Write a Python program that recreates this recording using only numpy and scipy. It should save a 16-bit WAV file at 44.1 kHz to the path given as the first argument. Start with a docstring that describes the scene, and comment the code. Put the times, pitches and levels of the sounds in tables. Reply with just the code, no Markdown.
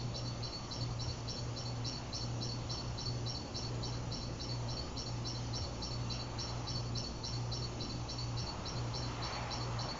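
"""A belt-driven fan chirps like a cricket outdoors. Its belt slips on the pulleys at the same spots
of every turn, rattling in step with the motor's hum; the metal rings and nearby walls echo.
The motor hums, sags once per belt turn and beats against the tone of its own shaft.
Air rushes, far traffic swells towards the end, and two soft bumps reach the microphone."""
import sys
import numpy as np
from scipy import signal
from scipy.fft import rfft, irfft, next_fast_len
from scipy.io import wavfile
from scipy.ndimage import uniform_filter1d, map_coordinates

SR = 44100
rng = np.random.default_rng(int(sys.argv[2]) if len(sys.argv) > 2 else 0)


def master_out(mix):
    """Clip the mix to full scale and print it as 16-bit PCM to the path in sys.argv[1]."""
    frames = np.transpose(np.atleast_2d(mix))
    ceiling = np.clip(frames, -1, 1)
    pcm = np.round(ceiling * 32767).astype(np.int16)
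    wavfile.write(sys.argv[1], SR, pcm)


N = 440559
TIME = np.arange(N) / SR
HUM_HZ = 119.945  # the motor's magnetic hum
TURN_S, FIRST_TURN_S = 0.283697, -0.1415  # one belt turn; when its tight spot first meets the pulley


def amp(db):
    """Turn decibels into a gain."""
    return 10 ** (np.asarray(db) / 20)


def unit(x):
    """Scale a sound to an average power of 1."""
    return x / np.sqrt(np.mean(x ** 2) + 1e-20)


def wobble(rate):
    """A smooth random curve through `rate` new values a second."""
    return map_coordinates(rng.standard_normal(int(N * rate / SR) + 4), [TIME * rate])


def filtered(x, response):
    """Filter x; response(hz) gives the gain and phase at each frequency."""
    n = x.shape[-1]
    padded = next_fast_len(n + SR // 4)
    return irfft(rfft(x, padded) * response(np.fft.rfftfreq(padded, 1 / SR)), padded)[..., :n]


def add(track, start_s, sound):
    """Mix a sound into the track from start_s on."""
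    start = round(start_s * SR)
    sound = sound[max(-start, 0):]
    part = track[max(start, 0):][:len(sound)]
    part += sound[:len(part)]


def rush(spectrum, patchy_db):
    """Noise shaped to a spectrum, with random louder and softer patches."""
    cells = signal.stft(rng.standard_normal(N), nperseg=1024)[2]
    patches = uniform_filter1d(rng.standard_normal(cells.shape), size=6, axis=0)
    patches = uniform_filter1d(patches, size=10, axis=1)
    noise = signal.istft(cells * amp(patchy_db * unit(patches)), nperseg=1024)[1][:N]
    points_hz, db = np.transpose(spectrum)
    return unit(filtered(noise, lambda hz: amp(np.interp(np.log(hz + 1), np.log(points_hz), db))))


def swelling(steady_db, swells):
    """A steady gain plus swells that rise and fall like something passing by."""
    power = sum(amp(db) ** 2 / (1 + ((TIME - s) / half_s) ** 2) ** 2 for s, half_s, db in swells)
    return np.sqrt(amp(steady_db) ** 2 + power)


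# The tone colours of tyres. Each row: frequency in Hz, relative level in dB.
TYRE_ROAR = [(250, -14), (500, -7.5), (850, 2), (1020, -1.5), (1180, -2), (1380, -6), (1550, -17),
             (2500, -37)]
TYRE_HISS = [(900, -17), (1500, -1), (2200, -0.5), (2600, -3.5), (3500, -7), (5000, -21)]
# Passing vehicles. Each row: time when nearest in seconds, half length in seconds, roar in dB, hiss in dB.
VEHICLES = [(4.1, 0.66, -60, -66.5), (6.4, 0.49, -54.5, -63), (8.651, 0.62, -53, -60.5),
            (9.346, 0.25, -46.5, -51.5), (9.98, 0.59, -47.5, -56.5)]

def far_traffic():
    """Tyres roar and hiss on a far road, louder as each vehicle passes."""
    roar = swelling(-54, [(s, half_s, db) for s, half_s, db, _ in VEHICLES])
    hiss = swelling(-61.5, [(s, half_s, db) for s, half_s, _, db in VEHICLES])
    road = roar * rush(TYRE_ROAR, patchy_db=1) + hiss * rush(TYRE_HISS, patchy_db=1)
    return amp(0.86 * wobble(3.01)) * road


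# The whirr's tone colour. Each row: frequency in Hz, relative level in dB.
WHIRR_SPECTRUM = [(2200, -27), (2550, -4.5), (2780, -2.5), (3100, -15), (3600, -21)]
# Its swells. Each row: peak time in seconds, half length in seconds, level in dB.
WHIRR_SWELLS = [(1.9, 0.35, -63), (6.2, 0.3, -63), (9.1, 1.2, -64)]

def far_whirr():
    """A thin, distant whirr comes and goes."""
    return swelling(-65.5, WHIRR_SWELLS) * rush(WHIRR_SPECTRUM, patchy_db=2.5)


# The tone colours of moving air. Each row: frequency in Hz, relative level in dB.
AIR_RUMBLE = [(120, -26), (165, 0), (195, -5.5), (245, 1), (310, -5), (420, -28)]
AIR_RUSH = [(20, -3.5), (32, -6.5), (48, -3.5), (85, -1), (115, -2.5), (160, -3.5), (200, -7.5), (250, -5),
            (320, -8.5), (380, -7.5), (420, -13.5), (480, -9), (560, -9.5), (800, -20.5), (1400, -35),
            (3000, -44)]
AIR_FIZZ = [(2000, -18.5), (3000, 0), (3750, -3), (4450, -2.5), (4950, 0), (5400, 1), (5750, 4),
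            (6200, 0.5), (6900, -0.5), (7250, -9.5), (7500, -29.5)]

def air():
    """The fan's steady rush, a low rumble that slowly swells and sinks, and a fine fizz on top."""
    rumble = amp(-57 + 1.6 * wobble(2.8)) * rush(AIR_RUMBLE, patchy_db=2)
    flow = amp(-46.5 + 0.42 * wobble(4.4)) * rush(AIR_RUSH, patchy_db=1.5)
    fizz = amp(-57) * rush(AIR_FIZZ, patchy_db=2.5)
    return flow + rumble + fizz


# Knocks. Each row: time in seconds, strength in dB.
BUMPS = [(1.081, -35), (5.619, -33.5)]

def bumps(pitch_hz=85, fade_s=0.17, rise_s=0.0086):
    """Soft, low knocks on the body that holds the microphone."""
    out, t = np.zeros(N), np.arange(SR // 4) / SR
    thud = (1 - np.exp(-t / rise_s)) * np.sin(2 * np.pi * pitch_hz * t)
    for s, db in BUMPS:
        add(out, s - .008, amp(db + 6 - 60 * t / fade_s) * thud)
    return out


# The shaft's tones. Each row: multiple of the spin rate, base level in dB.
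SHAFT_TONES = [(1, -52.5), (3, -62), (4, -63), (5, -65), (6, -63.5), (7, -70)]
# Their slow drift in loudness. Each row: time in seconds, change in dB.
SHAFT_DRIFT = [(0.2, -0.5), (1.4, -3.5), (3.6, 0.5), (6.7, 2), (9.8, 0.5)]

def motor(shaft_hz=59.284, blower_hz=74.5, whine_hz=1191.5, sag_s=0.0027, dip_db=-10, crest_s=.25):
    """The hum lags, then dips, as the belt's tight spot passes; twice the shaft rate beats against it."""
    def tight_spot(delay_s, width_s):
        away_s = (TIME - FIRST_TURN_S - delay_s + TURN_S / 2) % TURN_S - TURN_S / 2
        return np.exp(-(away_s / width_s) ** 2)

    lag = sag_s * tight_spot(0.016, .042)
    hum_gain = amp(-42.5 + dip_db * tight_spot(0.065, 0.024) + 0.86 * wobble(14))
    hum = hum_gain * np.sin(2 * np.pi * HUM_HZ * (TIME - lag + lag.mean()) + 0.19 * wobble(16))
    beat_cycles = 2 * shaft_hz * (TIME - crest_s) + HUM_HZ * crest_s  # lines up with the hum at crest_s
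    beat = amp(-46 + 1.4 * wobble(8.2)) * np.sin(2 * np.pi * beat_cycles)
    shaft = np.zeros(N)
    for multiple, db in SHAFT_TONES:
        cycles = round(multiple) * shaft_hz * TIME + rng.random()
        shaft += amp(db) * np.sin(2 * np.pi * cycles + 0.093 * multiple * wobble(4.6))
    shaft *= amp(np.interp(TIME, *np.transpose(SHAFT_DRIFT)))
    blower = amp(-61) * np.sin(2 * np.pi * blower_hz * TIME)
    whine = amp(-74 + 2.8 * wobble(4)) * np.sin(2 * np.pi * whine_hz * TIME + wobble(12))
    return np.sqrt(2) * (amp(-2.5) * (hum + beat) + shaft + blower + whine)


# Echoes off nearby walls. Each row: delay in seconds, relative level in dB.
WALL_ECHOES = [(0.023, -13), (.046, -14.5), (.082, -19), (0.099, -15)]

def wall_echoes(chirp, tail_s, tail_db):
    """Walls echo a chirp, and scattered sound trails it, fading by 60 dB in tail_s."""
    t = np.arange(len(chirp)) / SR
    tail = rng.standard_normal(len(t)) * amp(-60 * t / tail_s)
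    echoes = amp(tail_db) * tail / np.linalg.norm(tail)
    for delay, db in WALL_ECHOES:
        add(echoes, delay + rng.normal(0, .0002), amp([db]))
    return chirp + signal.fftconvolve(chirp, echoes)[:len(t)]


# The notes at which the metal rings. Each row: pitch in Hz, width in Hz, relative level in dB.
METAL_RINGS = [(3985, 50, -1), (4089, 14, 5), (4133, 14, 5), (4206, 22, 0), (4365, 25, -1), (4443, 10, 11),
               (4484, 12, 5), (5312, 20, 5), (5395, 12, 7), (5428, 10, 8), (5565, 16, 10), (5668, 20, 4),
               (5758, 6, 8)]

def housing(hz):
    """A filter: the direct sound plus the ringing of pulleys and sheet metal."""
    return 1 + sum(amp(db) * 1j * hz * width / (pitch ** 2 - hz ** 2 + 1j * hz * width)
                   for pitch, width, db in METAL_RINGS)


def pulley_ring(pitch_hz=4445, spread_hz=40, level_db=-70.5):
    """The running belt keeps the pulley faintly ringing, even between squeaks."""
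    rub = lambda hz: housing(hz) / (1 + ((hz - pitch_hz) / spread_hz) ** 2)
    return amp(level_db) * unit(filtered(rng.standard_normal(N), rub))


def motor_jerks(t, depth_db, bite_s, first_peak_s=.0048):
    """A slip's gain at times t: each pulse of the hum jerks the belt for bite_s, then lets go."""
    age = (t - first_peak_s + bite_s) % (1 / HUM_HZ) / bite_s
    floor = amp(-depth_db)
    return floor + (1 - floor) * (age * np.exp(1 - age)) ** 2


def slips(length_s, pitch_hz, spread_hz, rise_hz_per_s, edge_s, steady, jerks):
    """One slip per turn: the belt sticks and slides, making a rough tone that rings the housing."""
    t = np.arange(jerks.shape[1]) / SR
    band = lambda hz: 1 / (1 + ((hz - pitch_hz) / spread_hz / 2) ** 2) ** 2
    glide = np.exp(1j * np.pi * rise_hz_per_s * (t - length_s / 2) ** 2)
    rough = signal.hilbert(filtered(rng.standard_normal(jerks.shape), band)) * glide
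    tone = rough.real / np.abs(rough) ** steady  # friction limits the swing; steady=1 evens it out
    grip = np.clip(t / edge_s, 0, 1) * np.clip((length_s + edge_s - t) / edge_s, 0, 1)
    ringing = filtered(tone * grip * jerks, housing)
    return ringing / np.sqrt(np.sum(ringing ** 2, axis=1, keepdims=True) / (length_s * SR))


def squeak(parts, times, changes_db, edge_s, steady, rattle_db, bite_s, tail_s, tail_db):
    """One kind of squeak, turn after turn: its slips join into a chirp that the walls echo."""
    lead_s, scatter_s = .02, .0012  # room for early slips; chance in the timing
    t = np.arange(SR // 4) / SR
    times = times + scatter_s * rng.standard_normal(len(times))
    chirps, out = np.zeros((len(times), SR // 2)), np.zeros(N)
    for delay, length, pitch, spread, rise, db in parts:
        jerks = motor_jerks(times[:, None] + delay + t, rattle_db, bite_s)
        for chirp, slip in zip(chirps, slips(length, pitch, spread, rise, edge_s, steady, jerks)):
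            add(chirp, lead_s + delay, amp(db) * slip)
    echoed = np.array([wall_echoes(chirp, tail_s, tail_db) for chirp in chirps])
    usual_level = np.std(echoed)
    for s, db, chirp in zip(times, changes_db, echoed):
        add(out, s - lead_s, amp(db) * usual_level * unit(chirp))
    return out


# The slips that make up each kind of squeak. Each row: delay in seconds, length in seconds,
# pitch in Hz, pitch spread in Hz, pitch rise in Hz per second, usual level in dB.
FIRST_SLIPS = [(-.008, 0.0061, 4130, 90, 0, -56), (-.002, 0.026, 4060, 71.8, 0, -46.5),
               (-.001, 0.033, 4500, 70, 0, -47.5)]
RASP_SLIPS = [(-.002, .019, 5310, 110, 5000, -49), (.014, .019, 5480, 160, 7001, -48),
              (.020, .006, 5480, 120, 0.5, -46), (.007, .030, 5930, 250, 0.5, -53.5),
              (.036, .032, 5420, 120, -0.5, -52), (0.014, 0.036, 4400, 130, 0, -59.5),
              (-.008, 0.054, 6300, 610, 1, -64.5)]
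CREAK_SLIPS = [(.040, .019, 2975, 100, 0.00053, -58)]
UNDERTONE_SLIPS = [(-.003, .028, 4122, 36, 0, -51), (0, 0.036, 6680, 290, 0.0052, -64.5)]
ANSWER_SLIPS = [(-.004, .015, 4448, 24, 0.0017, -46.5), (.016, .016, 4448, 18, 0.0023, -45)]
# The belt's turns. Each row: start of the answer in seconds, then how much louder than usual
# the first squeak, the rasp and the answer are, in dB.
BELT_TURNS = [(-0.036, 3.5, -0.5, 2), (0.254, -0.5, -1.5, -0.5), (0.526, 1.5, -5.5, 2),
              (0.808, 0.0, -1, 1.5), (1.083, -1.5, -0.5, -1.5), (1.364, -1.5, 1.5, -1),
              (1.652, -2.5, -1.5, -0.5), (1.929, 0.5, 3.0, 1.0), (2.208, 0, 3, 0.5), (2.489, 0, 1, 2),
              (2.775, 0.5, 1.5, 1.5), (3.057, -0.5, -0.5, 4.5), (3.346, 0, 2.5, 1.5), (3.627, 0, 2, 0.0),
              (3.922, 0, -2.0, -8), (4.209, -1.0, 0, -3), (4.487, -2.0, -1.5, 2.5), (4.769, -3, -2.0, 3),
              (5.062, -1.0, 1.5, -1.5), (5.346, 0, 2.5, -3.5), (5.618, -1, 3, 0), (5.909, -0.5, 1, 0),
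              (6.193, 2.5, -2.5, -0.5), (6.472, 0, 3, -3), (6.751, 0, 1, 4), (7.037, 0.5, 2.5, 2),
              (7.328, 1, 2, -1), (7.621, 1.5, 1.0, 1.5), (7.895, 0.5, -4, -1.5), (8.183, -0.5, -1.5, 2.5),
              (8.466, 0, -2, 2), (8.758, -1.0, -1.0, -4.5), (9.024, 0, 0.0, -2.5), (9.326, 1, -3, 0.5),
              (9.607, 0.5, 0.5, -2.5), (9.885, 0.5, -2.5, 1.5)]

def belt(rasp_delay_s=0.0105):
    """Each turn: a rough squeak, a rising rasp, a faint creak, then a purer answer with an undertone."""
    answer_s, first_db, rasp_db, answer_db = np.transpose(BELT_TURNS)
    turn_starts = FIRST_TURN_S + TURN_S * np.arange(len(BELT_TURNS))
    even = np.zeros(len(BELT_TURNS))
    first = squeak(FIRST_SLIPS, turn_starts, first_db,
                   edge_s=.006, steady=.7, rattle_db=6.5, bite_s=.0022, tail_s=.44, tail_db=-10)
    rasp = squeak(RASP_SLIPS, turn_starts + rasp_delay_s, rasp_db,
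                  edge_s=.004, steady=.33, rattle_db=8.5, bite_s=.002, tail_s=.28, tail_db=-9.5)
    creak = squeak(CREAK_SLIPS, turn_starts, even,
                   edge_s=.0067, steady=.43, rattle_db=16, bite_s=.0011, tail_s=.3, tail_db=-11.5)
    undertone = squeak(UNDERTONE_SLIPS, answer_s, even,
                       edge_s=.005, steady=.97, rattle_db=2, bite_s=.0024, tail_s=.29, tail_db=-12)
    answer = squeak(ANSWER_SLIPS, answer_s, answer_db,
                    edge_s=.006, steady=.98, rattle_db=.5, bite_s=.0022, tail_s=.4, tail_db=-14)
    return first + rasp + creak + answer + undertone


def scene():
    """The fan and its surroundings, mixed into one channel."""
    fan = belt() + pulley_ring() + motor() + air()
    return (fan + far_traffic() + far_whirr() + bumps())[None]


def record(dry, top_hz=7350):
    """The microphone keeps nothing above top_hz."""
    return filtered(dry, lambda hz: hz < top_hz)


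dry = scene()
out = record(dry)
master_out(out)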